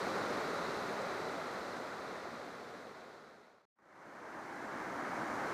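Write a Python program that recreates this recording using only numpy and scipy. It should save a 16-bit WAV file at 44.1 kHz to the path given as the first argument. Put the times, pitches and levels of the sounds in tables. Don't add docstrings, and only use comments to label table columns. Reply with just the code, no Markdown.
import sys
import numpy as np
from scipy import signal
from scipy.fft import rfft, irfft
from scipy.io import wavfile
from scipy.ndimage import uniform_filter1d

SR = 44100
rng = np.random.default_rng(int(sys.argv[2]) if len(sys.argv) > 2 else 0)


def dump(signal):
    limited = np.clip(np.atleast_2d(signal).T, -1, 1)
    pcm = np.round(limited * 32767).astype(np.int16)
    wavfile.write(sys.argv[1], SR, pcm)


def gain_from_db(level_db):
    decades = np.asarray(level_db, float) / 20
    return 10 ** decades


N = 243873
SWITCH_S = 3.7
BINS_HZ = np.maximum(np.fft.rfftfreq(N, 1 / SR), 1)


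def at_bins(points):
    point_hz, point_db = np.transpose(points)
    return np.interp(np.log(BINS_HZ), np.log(point_hz), point_db)


def rms_one(x):
    return x / np.sqrt(np.mean(x ** 2) + 1e-20)


def drift(rate):
    hop = 40
    pole = np.exp(-2 * hop * np.pi * rate / SR)
    noise = rng.standard_normal(N // hop + 2002)
    slow = signal.lfilter([1], [1, -2 * pole, pole * pole], noise)[2000:]
    return np.interp(np.arange(N) / hop, np.arange(len(slow)), rms_one(slow))


def port_difference(mid):
    # f/Hz, level/dB
    port_levels = [(100, -60), (6500, -38), (8500, -19), (10500, -13.5), (12000, -11), (13400, -13),
                   (14500, -10), (15500, -10)]
    scatter = np.exp(2j * np.pi * rng.random(len(BINS_HZ)))
    return irfft(rfft(mid) * scatter * gain_from_db(at_bins(port_levels)), N)


def bubble_band(low, high, per_s, cycles, spread_db):
    born = np.flatnonzero(rng.random(N) < per_s / SR)
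    size_luck, sign_luck, pitch_luck = rng.random((3, len(born)))
    sizes = gain_from_db(-spread_db * np.log(1 - .99 * size_luck)) * np.sign(sign_luck - .5)
    pitch = (pitch_luck * 4).astype(int)
    out = np.zeros(N)
    for k, hz in enumerate(np.geomspace(low, high, 9)[1::2]):
        clicks = np.full(N, 1e-18)
        clicks[born[pitch == k]] = sizes[pitch == k]
        decay = gain_from_db(-60 * hz / (cycles * SR))
        turn = 2 * np.pi * hz / SR
        out += signal.lfilter([0, np.sin(turn)], [1, -2 * decay * np.cos(turn), decay ** 2], clicks)
    return out


def white_water(bubble_share, shared_db, near_db, own_db):
    edges = 22 * 2 ** np.arange(0, 10.1, .5).clip(0, 9.8)
    churn = rng.standard_normal((2, N))
    shared, near = drift(5.4), drift(5.0)
    out = np.zeros(N)
    for k, (low, high) in enumerate(zip(edges, edges[1:])):
        band = signal.butter(2, [low, high], "band", fs=SR, output="sos")
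        water = rms_one(signal.sosfilt(band, churn[k % 2]))
        if 150 < low < 6000:
            bubbles = bubble_band(low, high, per_s=.6 * low, cycles=22.0, spread_db=4.0)
            bubbles = rms_one(signal.sosfilt(band, bubbles))
            water = np.sqrt(1 - bubble_share) * water + np.sqrt(bubble_share) * bubbles
        near = .8 * near + .6 * drift(5.0)
        flicker = shared_db * shared + near_db * near + own_db * drift(19.0)
        out += np.sqrt(high - low) * gain_from_db(flicker) * water
    return out


def heard_at(water, spectrum, bumps):
    gain_db = at_bins(spectrum)
    for mid_hz, width_hz, lift_db in bumps:
        gain_db = gain_db + lift_db / (1 + ((BINS_HZ - mid_hz) / (.5 * width_hz)) ** 2)
    return rms_one(irfft(rfft(water) * gain_from_db(gain_db), N))


def among_rocks(water):
    # f/Hz, level/dB per Hz
    rock_spectrum = [(15, -62), (25, -31), (220, -3), (339, 0), (432, -4.5), (629, -2), (916, -2),
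                     (1610, -5), (2170, -11), (2540, -21.5), (3150, -26), (6180, -28), (10600, -40.5),
                     (14200, -45), (15400, -47)]
    # f/Hz, width/Hz, lift/dB
    rock_bumps = [(4050, 250, 2.2), (6150, 250, 1.3), (9500, 800, 2), (14800, 1200, 2)]
    return gain_from_db(-37.5) * heard_at(water, rock_spectrum, rock_bumps)


def open_bank(water):
    # f/Hz, level/dB per Hz
    bank_spectrum = [(15, -62), (25, -31.5), (239, -3), (296, -5), (398, -0.5), (682, -1.5), (892, -5.5),
                     (1410, -4), (1570, -9), (2000, -11), (2990, -24.5), (4020, -18.5), (4850, -23.5),
                     (6180, -27.5), (15400, -45.5)]
    # f/Hz, width/Hz, lift/dB (negative dips)
    bank_bumps = [(3970, 120, 2.5), (6115, 100, 2), (9070, 240, -2.5), (9390, 200, 1.5), (10600, 500, -3.5),
                  (12100, 750, 0), (14800, 2000, 0)]
    return gain_from_db(-37) * heard_at(water, bank_spectrum, bank_bumps)


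def scene():
    water = white_water(bubble_share=0.16, shared_db=0.11, near_db=0.14, own_db=0.08)
    first = np.arange(N) < SWITCH_S * SR
    mid = np.where(first, open_bank(water), among_rocks(water))
    side = port_difference(mid)
    return np.array([mid + side, mid - side])


def fader():
    step_s, phase_s, glide_s = 1 / 30, .0135, .002
    s = np.arange(N) / SR
    held = (np.floor((s + phase_s) / step_s) + .5) * step_s - phase_s
    falling = np.clip(1 - held / 3.71, 0, 1) ** 1.016
    falling *= held < 3.655
    rising = np.clip((held - 3.757) / 1.91, 0, 1) ** 1.015
    gain = uniform_filter1d(falling + rising, round(glide_s * SR))
    soft_opening = np.clip((s - 3.755) / 0.019, 0, 1)
    return gain * np.where(s < SWITCH_S, 1, soft_opening)


def top_cut(x):
    return signal.sosfilt(signal.butter(12, 15550, fs=SR, output="sos"), x)


def record(dry):
    gain = fader()
    mid = gain * (dry[0] + dry[1]) / 2
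    side = gain * (dry[0] - dry[1]) / 2
    mid = np.round(mid * 2 ** 15) / 2 ** 15
    side = side * np.clip(gain / .1, 0, 1)
    below_top = np.fft.rfftfreq(N, 1 / SR) < 15280
    mix = irfft(rfft([mid + side, mid - side]) * below_top, N)
    return top_cut(mix)


dry = scene()
out = record(dry)
dump(out)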